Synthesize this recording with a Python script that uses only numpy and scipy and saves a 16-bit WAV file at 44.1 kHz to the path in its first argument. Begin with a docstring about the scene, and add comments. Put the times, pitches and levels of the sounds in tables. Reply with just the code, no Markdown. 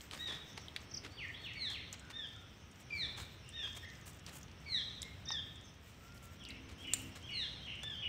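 """Monkeys and birds under the trees

Monkeys shuffle about on dry leaves, which crackle, and on twigs, which snap. A near bird repeats
arched and falling whistles, others answer from deeper in the wood, a small one gives two runs of
quick chips, and a far flock twitters. The trunks scatter every call into a short tail of echoes.
A low rumble, an airy hiss, a thin whistle and a faint hum come from far away."""
import sys
import numpy as np
from scipy import signal
from scipy.fft import rfft, irfft
from scipy.io import wavfile

SR = 44100
rng = np.random.default_rng(int(sys.argv[2]) if len(sys.argv) > 2 else 0)


def int16_out(signal):
    """Quantize to a 16-bit WAV file."""
    q = np.round(np.clip(np.atleast_2d(signal).T, -1, 1) * 32767)
    wavfile.write(sys.argv[1], SR, q.astype(np.int16))


N = 356328
TIME = np.arange(N) / SR

# The throat's resonance favours the second harmonic. Each row: frequency in Hz, gain in dB.
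THROAT_RESONANCE = [(1500, -24), (1850, -8), (2150, -11), (2400, 6.5), (3000, -9.5), (3700, 0),
                    (4200, -0.5), (4500, -16.5), (4900, -18.5), (5800, -14.5), (6800, -25.5), (8700, -9.5),
                    (9600, -67)]
# Foliage takes the treble out of the top harmonic. Each row: frequency in Hz, gain in dB.
FOLIAGE_LOSS = [(6000, 0), (8000, -5)]
# Notes that rise, then drop. Each row: start in seconds, top pitch in Hz, level in dB, swell in dB.
ARCHED_NOTES = [(.185, 1942, -43.5, 4.5), (2.123, 1838, -42.5, 9.5), (3.52, 1862, -42.5, 17),
                (5.258, 1867, -41, 11), (7.819, 1787, -40.5, 1)]
# Notes that only drop. Each row: start in seconds, top pitch in Hz, level in dB, swell in dB,
# linger (above 1, the note stays high for longer).
FALLING_NOTES = [(1.547, 2298, -39, 5, 1.05), (2.903, 2422, -39, 0, 1.07), (4.653, 2314, -37.5, 5.5, .9),
                 (7.305, 2296, -38.5, 0.5, 0.94)]

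def near_bird():
    """Harmonics (multiples of the pitch) light up as they slide through the throat's resonance."""
    arch = np.array([.915, .99, .97, .91, .805])  # shares of the top pitch
    fall = np.array([.99, .96, .885, .775, .675])
    steps = np.linspace(0, 1, len(fall))
    notes = [(start, .148, top_hz * arch, db, swell_db, -2.5)
             for start, top_hz, db, swell_db in ARCHED_NOTES]
    notes += [(start, .168, top_hz * np.interp(steps ** linger, steps, fall), db, swell_db, -5)
              for start, top_hz, db, swell_db, linger in FALLING_NOTES]
    whistle, overtones = np.zeros(N), np.zeros(N)
    for start, length, pitches, db, swell_db, first_db in notes:
        hz, phase, loudness = note(length, pitches, swell_db, rasp=.013, attack_s=.03, release_s=.022)
        first, second, third, fourth = [
            from_db(db) * loudness * gain_at(THROAT_RESONANCE, k * hz) * np.sin(k * phase)
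            for k in range(1, 5)]
        add(whistle, start, second + first * from_db(first_db + 2.5 * drift(200, len(hz))))
        add(overtones, start, third + fourth * gain_at(FOLIAGE_LOSS, 4 * hz))
    # The highest harmonics reach us mainly by bouncing off the foliage.
    direct = whistle + .22 * overtones
    echoes = from_db(-2.4) * tree_echoes(whistle + .55 * overtones, early_db=2)
    return from_db(1.24) * (direct + echoes)


# A second bird slides steeply down. Each row: start in seconds, length in seconds, first pitch in Hz,
# level in dB, swell in dB, pitch in Hz of the thin note that leads in.
SLIDING_CALLS = [(1.166, .1, 3824, -49, 4.5, 4610), (1.435, 0.093, 3943, -51.5, -20, 4330),
                 (1.735, .065, 3600, -52.5, -16, 4390)]
# A third bird repeats a phrase. Each row: start in seconds, level in dB, rasp of the main note.
REPEATED_PHRASES = [(6.778, -50, 0.039), (7.22, -50, 0.02), (7.599, -51, 0.045), (7.958, -43, 0.016)]
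# Stray hoarse calls. Each row: start in seconds, length in seconds, first and last pitch in Hz,
# level in dB.
HOARSE_CALLS = [(1.337, 0.038, 3150, 3970, -53), (2.005, .061, 1400, 1586, -63.5),
                (2.352, 0.037, 1430, 1385, -64.5), (3.43, 0.083, 2550, 3120, -64),
                (3.545, 0.1, 2970, 2500, -60), (3.825, 0.045, 1737, 2174, -54),
                (5.012, 0.062, 2030, 2165, -61), (6.392, 0.13, 3264, 2630, -57.5),
                (6.478, 0.041, 2645, 1960, -56.5)]

def far_birds():
    """Calls from deeper in the wood arrive mostly as echoes."""
    calls = np.zeros(N)
    lead_in, slide = np.array([.93, 1.003, .995, .86]), np.array([1, .715, .54, .47])
    for start, length, hz, db, swell_db, lead_hz in SLIDING_CALLS:
        add(calls, start - .068, far_note(.12, lead_hz * lead_in, db=-64, rasp=.0099))
        add(calls, start, far_note(length, hz * slide, db, rasp=.018, swell_db=swell_db))
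    for start, db, rasp in REPEATED_PHRASES:
        opening = far_note(.079, [3070, 3190, 3266, 3180], db - 6, rasp=.019)
        main_note = far_note(.0954, [2930, 2940, 2870, 2820], db, rasp)
        lower_voice = far_note(.1, [2586, 2460, 2310, 2200], db - 7, rasp=.11, swell_db=-9)
        add(calls, start, opening)
        add(calls, start + .062, main_note)
        add(calls, start + .062, lower_voice)
    for start, length, first_hz, last_hz, db in HOARSE_CALLS:
        add(calls, start, far_note(length, [first_hz, last_hz], db, rasp=.06))
    return from_db(3) * calls + from_db(4.5) * tree_echoes(calls, early_db=-.5)


# Two runs of three chips. Each row: start in seconds, level in dB.
CHIP_NOTES = [(.909, -50), (.937, -37.5), (.966, -37), (5.252, -48), (5.283, -38), (5.313, -37)]

def small_bird():
    """Each chip is a very fast downward sweep, and each run grows louder."""
    chips = np.zeros(N)
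    pitches_hz = [6150, 5800, 4970, 4450]
    for start, db in CHIP_NOTES:
        _, phase, loudness = note(.018, pitches_hz, 0, rasp=.019, attack_s=.011, release_s=.013)
        add(chips, start, from_db(db) * loudness * np.sin(phase))
    return chips + from_db(-7.5) * tree_echoes(chips, early_db=6, tail_s=.16)


# Things that break. Each row: start in seconds, peak level in dB, ring pitch in Hz, ring width in Hz.
TWIG_SNAPS = [(0.1115, -33, 2980, 3000), (0.2772, -40, 4500, 4000), (.577, -33.5, 2800, 2500),
              (0.6832, -36, 3500, 790), (0.7627, -24, 3030, 1920), (1.702, -41, 4960, 3970),
              (1.928, -33, 6900, 1180), (1.941, -41, 3970, 3520), (1.9952, -46, 7400, 1470),
              (3.4903, -44, 8260, 2050), (4.265, -35.5, 4270, 4830), (4.431, -41.5, 5900, 1200),
              (5.019, -31, 6530, 3340), (5.0296, -31, 3580, 400), (5.305, -33.5, 1100, 460),
              (5.3059, -32.5, 2900, 1500), (6.451, -37, 4100, 1110), (6.4877, -43.5, 7740, 2000),
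              (6.505, -39, 4040, 800), (7.7546, -51.5, 7650, 1500), (7.833, -38, 6000, 5000),
              (7.835, -44, 700, 700)]
# The ways one stiff stick rings. Each row: pitch in Hz, relative level in dB, width in Hz.
STICK_RINGS = [(1260, -15.5, 1700), (3080, -6.5, 2300), (7170, -2.5, 350), (8240, -1.5, 900)]

def snapping_twigs():
    """Twigs and dry leaves give way under paws; a stick cracks as the big monkey gets up."""
    snaps = np.zeros(N)
    for start, db, hz, width_hz in TWIG_SNAPS:
        add(snaps, start, snap(db, hz, width_hz))
    for hz, db, width_hz in STICK_RINGS:
        add(snaps, start=6.9355, sound=snap(db - 19, hz, width_hz))
    return snaps + from_db(-12.5) * tree_echoes(snaps, early_db=8, tail_s=.4)


# Scuffs on the ground. Each row: start in seconds, stroke length in seconds, level in dB,
# brightness in dB (light brushes hiss, heavy steps crunch).
PAW_SCUFFS = [(0.112, 0.042, -59.5, -2.5), (.163, .019, -63, -1), (.264, 0.091, -67, -11),
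              (0.569, .017, -67, -6), (1.031, 0.034, -65.5, -10), (1.69, 0.047, -60.5, -0.5),
              (1.921, 0.024, -67, -4), (2.097, 0.018, -63.5, -3), (2.794, .027, -67.5, 3.5),
              (3.164, 0.052, -56, 1), (3.617, 0.069, -72.5, -10), (3.745, 0.036, -60, 2.5),
              (4.055, 0.04, -59, 7.5), (4.257, .047, -62, -1), (4.318, 0.059, -60.5, 6.5),
              (5.857, 0.073, -72.5, 5), (6.131, 0.063, -75, 11), (6.219, 0.039, -64.5, 8),
              (6.681, 0.045, -67, -2), (6.774, 0.061, -68.5, 4), (6.95, .085, -62, 7.5),
              (7.15, .037, -62.5, 0), (7.831, 0.011, -59, 3)]
# A scuff's thud, crunch, crackle and hiss. Each row: low and high edge in Hz, gain in dB,
# share of the brightness added to that gain.
SCUFF_LAYERS = [(200, 530, -3, -1.1), (580, 4000, 7, -0.95), (6160, 8700, -1, 0.32), (9600, 33000, -6.5, 1)]

def scuffing_paws():
    """Paws and bodies brush dry leaves; large and small pieces crackle in clumps that swell and die."""
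    scuffs = np.zeros(N)
    for start, length, db, bright_db in PAW_SCUFFS:
        progress = np.arange(16384) / SR / length
        stroke = np.minimum(progress / .26, 1) * np.exp(-np.maximum(progress - .8, 0) / .45)
        clumps_db = 3.4 * drift(210, len(stroke))
        for low_hz, high_hz, layer_db, share in SCUFF_LAYERS:
            crunch = grains(len(stroke), spread_db=2.3)
            crunch *= from_db(clumps_db + 1.8 * drift(300, len(stroke)))
            layer = unit_level(band_pass(crunch, low_hz, high_hz))
            add(scuffs, start, from_db(db + layer_db + share * bright_db) * stroke * layer)
    return scuffs + from_db(-35) * tree_echoes(scuffs, early_db=-4, tail_s=.6)


# How strongly the fallen leaves stir. Each row: time in seconds, relative level in dB.
STIR_LEVELS = [(0.0, -71), (0.25, -75.5), (0.36, -80.5), (1.69, -85), (1.89, -86), (2.25, -84), (3.56, -85),
               (3.89, -79), (4.84, -82), (5.24, -87.5), (5.67, -82.5), (6.14, -83), (6.53, -84),
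               (6.77, -97), (6.93, -75), (7.04, -77), (7.18, -85), (8.08, -89)]
# The tone of their crackle. Each row: frequency in Hz, gain in dB.
CRACKLE_TONE = [(500, -7), (2000, 13.5), (4000, 1.5), (8000, 8), (10500, -15), (14500, 6.5), (16000, -5.5)]

def stirring_leaves(tick_count=420):
    """Leaves crackle as they shift in small bursts, and single stiff ones tick at their own pitch."""
    ticks = np.zeros(N)
    low_hz, high_hz = 3000, 8500
    for when, strength, pitch in rng.random((tick_count, 3)):
        hz = low_hz * (high_hz / low_hz) ** pitch
        add(ticks, when * N / SR, snap(15.5 + 19.5 * strength ** 2, hz, width_hz=2500))
    bursts_db = 9 + 5 * drift(24, N)
    crackle = from_db(bursts_db) * with_tone(grains(N, spread_db=3.8), CRACKLE_TONE)
    level_db, = curves(STIR_LEVELS)
    return from_db(level_db) * (crackle + ticks)


# How strongly the flock twitters. Each row: time in seconds, relative level in dB.
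FLOCK_LEVELS = [(0, -64), (.35, -82), (.52, -61), (1.6, -72), (2.85, -65), (3.3, -71), (3.65, -58),
                (4.3, -73), (4.9, -63.5), (5.55, -77), (5.65, -58.5), (5.8, -73), (7.1, -63), (8.08, -68)]

def far_flock(chirp_count=600):
    """Many tiny high chirps, blurred by distance."""
    chirps = np.zeros(N)
    for when, stretch, pitch in rng.random((chirp_count, 3)):
        length = .021 + .0382 * stretch
        pitches_hz = (5300 + 1000 * pitch) * np.array([1.04, 1, .96])
        _, phase, loudness = note(length, pitches_hz, 0, rasp=.0363, attack_s=.03, release_s=.0019)
        add(chirps, when * N / SR, loudness * np.sin(phase))
    level_db, = curves(FLOCK_LEVELS)
    return from_db(level_db - 5.5) * unit_level(tree_echoes(chirps, early_db=39, tail_s=.2))


# The far background. Each row: time in seconds, relative levels of rumble and of air in dB.
BACKGROUND_LEVELS = [(0.0, -61, -67), (0.22, -57.5, -63), (1.53, -57, -64.5), (2.79, -59.5, -67),
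                     (3.08, -53, -62), (3.4, -59, -66), (5.4, -53.5, -64.5), (5.78, -60.5, -68),
                     (6.19, -57, -66.5), (6.88, -55.5, -64.5), (7.43, -56, -63.5), (8.08, -54, -64.5)]
# The tones of the rumble and the air. Each row: frequency in Hz, gain in dB.
RUMBLE_TONE = [(12, -51), (25, -43), (35, -38), (50, -8), (64, 0.5), (85, 2), (120, -2), (170, -6.5),
               (260, -15), (450, -58)]
AIR_TONE = [(120, 1), (250, 7), (500, 2), (900, -2), (2000, -2.5), (3200, -2), (4600, -13.5), (5700, -11),
            (7000, -29.5), (9000, -19), (10500, -32.5), (16000, -32)]

def rumble_and_air():
    """A low rumble and an airy hiss slowly rise and fall."""
    rumble_db, air_db = curves(BACKGROUND_LEVELS)
    rumble = from_db(rumble_db + .6) * with_tone(rng.standard_normal(N), RUMBLE_TONE)
    air = from_db(air_db + 5.5) * with_tone(rng.standard_normal(N), AIR_TONE)
    return rumble + air


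# The whistle's path. Each row: time in seconds, pitch in Hz, relative level in dB.
WHISTLE_PATH = [(5.75, 1255, -56), (5.95, 1265, -50), (6.1, 1417, -45), (6.22, 1344, -49), (6.4, 1390, -53),
                (6.6, 1380, -61), (6.7, 1360, -99)]

def far_whistle():
    """One thin tone, heard only as echoes, holds faintly, then swells, rises and dies away."""
    hz, db = curves(WHISTLE_PATH)
    return tree_echoes(from_db(db - 18) * np.sin(phase_of(hz)), early_db=28)


# The hum's path. Each row: time in seconds, base pitch in Hz, relative level in dB.
HUM_PATH = [(6.3, 63.8, -85), (6.5, 66.1, -67.5), (6.8, 66.14, -70.5), (7.08, 66.7, -62.5),
            (7.25, 64.4, -86)]
# The tones in the hum. Each row: multiple of the base pitch, gain in dB.
HUM_HARMONICS = [(3, -0.5), (4, 6), (5, 1), (7, -6)]

def far_hum():
    """A low, wavering hum passes in about a second."""
    hz, db = curves(HUM_PATH)
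    phase = phase_of(hz * (1 + .013 * drift(35, N)))
    hum = sum(from_db(gain_db) * np.sin(k * phase) for k, gain_db in HUM_HARMONICS)
    sounding = (TIME > HUM_PATH[0][0]) & (TIME < HUM_PATH[-1][0])
    return from_db(db + 2.5 + 2 * drift(26, N)) * hum * sounding


def note(length, pitches, swell_db, rasp, attack_s, release_s):
    """Pitch, phase and loudness of a glide; rasp is a fast wobble, as a share of the pitch."""
    t = np.arange(int(length * SR)) / SR
    progress, steps = t / length, np.linspace(0, 1, len(pitches))
    glide = np.polyfit(steps, np.log(pitches), len(pitches) - 1)  # a smooth curve through the pitches
    hz = np.exp(np.polyval(glide, progress)) * (1 + rasp * drift(502.6, len(t)))
    ramps = np.clip(np.minimum(t / attack_s, (length - t) / release_s), 0, 1)
    flutter_db = 2.2 * drift(160, len(t))
    loudness = np.sin(np.pi / 2 * ramps) * from_db(swell_db * (progress - .5) + flutter_db)
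    return hz, phase_of(hz), loudness


def far_note(length, pitches, db, rasp, swell_db=0):
    """A far bird's note: one gliding tone without overtones."""
    _, phase, loudness = note(length, pitches, swell_db, rasp, attack_s=.25 * length, release_s=.019)
    return from_db(db) * loudness * np.sin(phase)


def snap(db, hz, width_hz):
    """A break is a millisecond of tearing fibres that makes the twig or leaf ring briefly."""
    t = np.arange(2048) / SR
    tear = rng.standard_normal(len(t)) * (.33 * np.exp(-t / .00071) + .11 * np.exp(-t / .0064))
    tear[0] = 1  # the first sharp click
    spread = 1 + .61 * width_hz / hz
    ring = band_pass(tear, hz / spread, hz * spread) + .076 * band_pass(tear, hz / 3, hz * 3)
    return from_db(db) * ring / np.abs(ring).max()


def tree_echoes(x, early_db, tail_s=.8):
    """Nearby trunks and foliage give a quick cluster of echoes; the rest fade by 60 dB in tail_s."""
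    t = np.arange(int(1.5 * SR)) / SR
    fade = from_db(-60 * t / tail_s) + from_db(early_db - 60 * t / .14)
    build_up = 1 - np.exp(-t / .015)
    echoes = band_pass(grains(len(t), spread_db=6.8) * fade * build_up, 500, 7300)
    echoes /= np.sqrt(np.mean(np.abs(rfft(echoes, SR)[2000:4500]) ** 2))  # gain 1 over 2000-4500 Hz
    return signal.fftconvolve(x, echoes)[:N]


def grains(size, spread_db):
    """Dense clicks of very uneven strength."""
    return rng.standard_normal(size) * from_db(spread_db * np.minimum(rng.exponential(1, size), 5))


def drift(per_second, size):
    """A random wander of about 1 either way."""
    return np.interp(np.arange(size) * per_second / SR, np.arange(4096), rng.standard_normal(4096))


def band_pass(x, low_hz, high_hz):
    """Gently keep what lies between two frequencies; the top one is capped at 0.45 * SR."""
    sections = signal.butter(2, [low_hz, min(high_hz, .45 * SR)], "band", fs=SR, output="sos")
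    return signal.sosfilt(sections, x + 1e-18)


def with_tone(x, tone):
    """Shape a sound's lows and highs with a tone table, at level 1."""
    gains = gain_at(tone, np.fft.rfftfreq(len(x), 1 / SR))
    return unit_level(irfft(rfft(x) * gains, len(x)))


def gain_at(tone, hz):
    """Look up a tone table's gain at these frequencies."""
    table_hz, db = np.transpose(tone)
    return from_db(np.interp(np.log(hz + 1e-9), np.log(table_hz), db))


def curves(rows):
    """Join timed rows with straight lines, one curve per column."""
    times, *columns = np.transpose(rows)
    return [np.interp(TIME, times, column) for column in columns]


def phase_of(hz):
    """How far a wave has turned, in radians."""
    return 2 * np.pi * np.cumsum(hz) / SR


def from_db(db):
    """Turn decibels into a gain."""
    return 10 ** (np.asarray(db) / 20)


def unit_level(x):
    """Scale to an average (rms) level of 1."""
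    return x / np.sqrt(np.mean(x ** 2) + 1e-20)


def add(track, start, sound):
    """Mix a sound in at a start time in seconds."""
    i = max(round(start * SR), 0)
    track[i:i + len(sound)] += sound[:max(N - i, 0)]


def scene():
    """Birds above, monkeys on the leaves below, far sounds behind, in one channel."""
    birds = near_bird() + far_birds() + small_bird() + far_flock()
    monkeys = snapping_twigs() + scuffing_paws() + stirring_leaves()
    background = rumble_and_air() + far_whistle() + far_hum()
    return (birds + monkeys + background)[None]


def record(dry):
    """Steeply cut the treble above 15650 Hz."""
    return signal.sosfilt(signal.ellip(10, .2, 70, 15650, fs=SR, output="sos"), dry)


dry = scene()
out = record(dry)
int16_out(out)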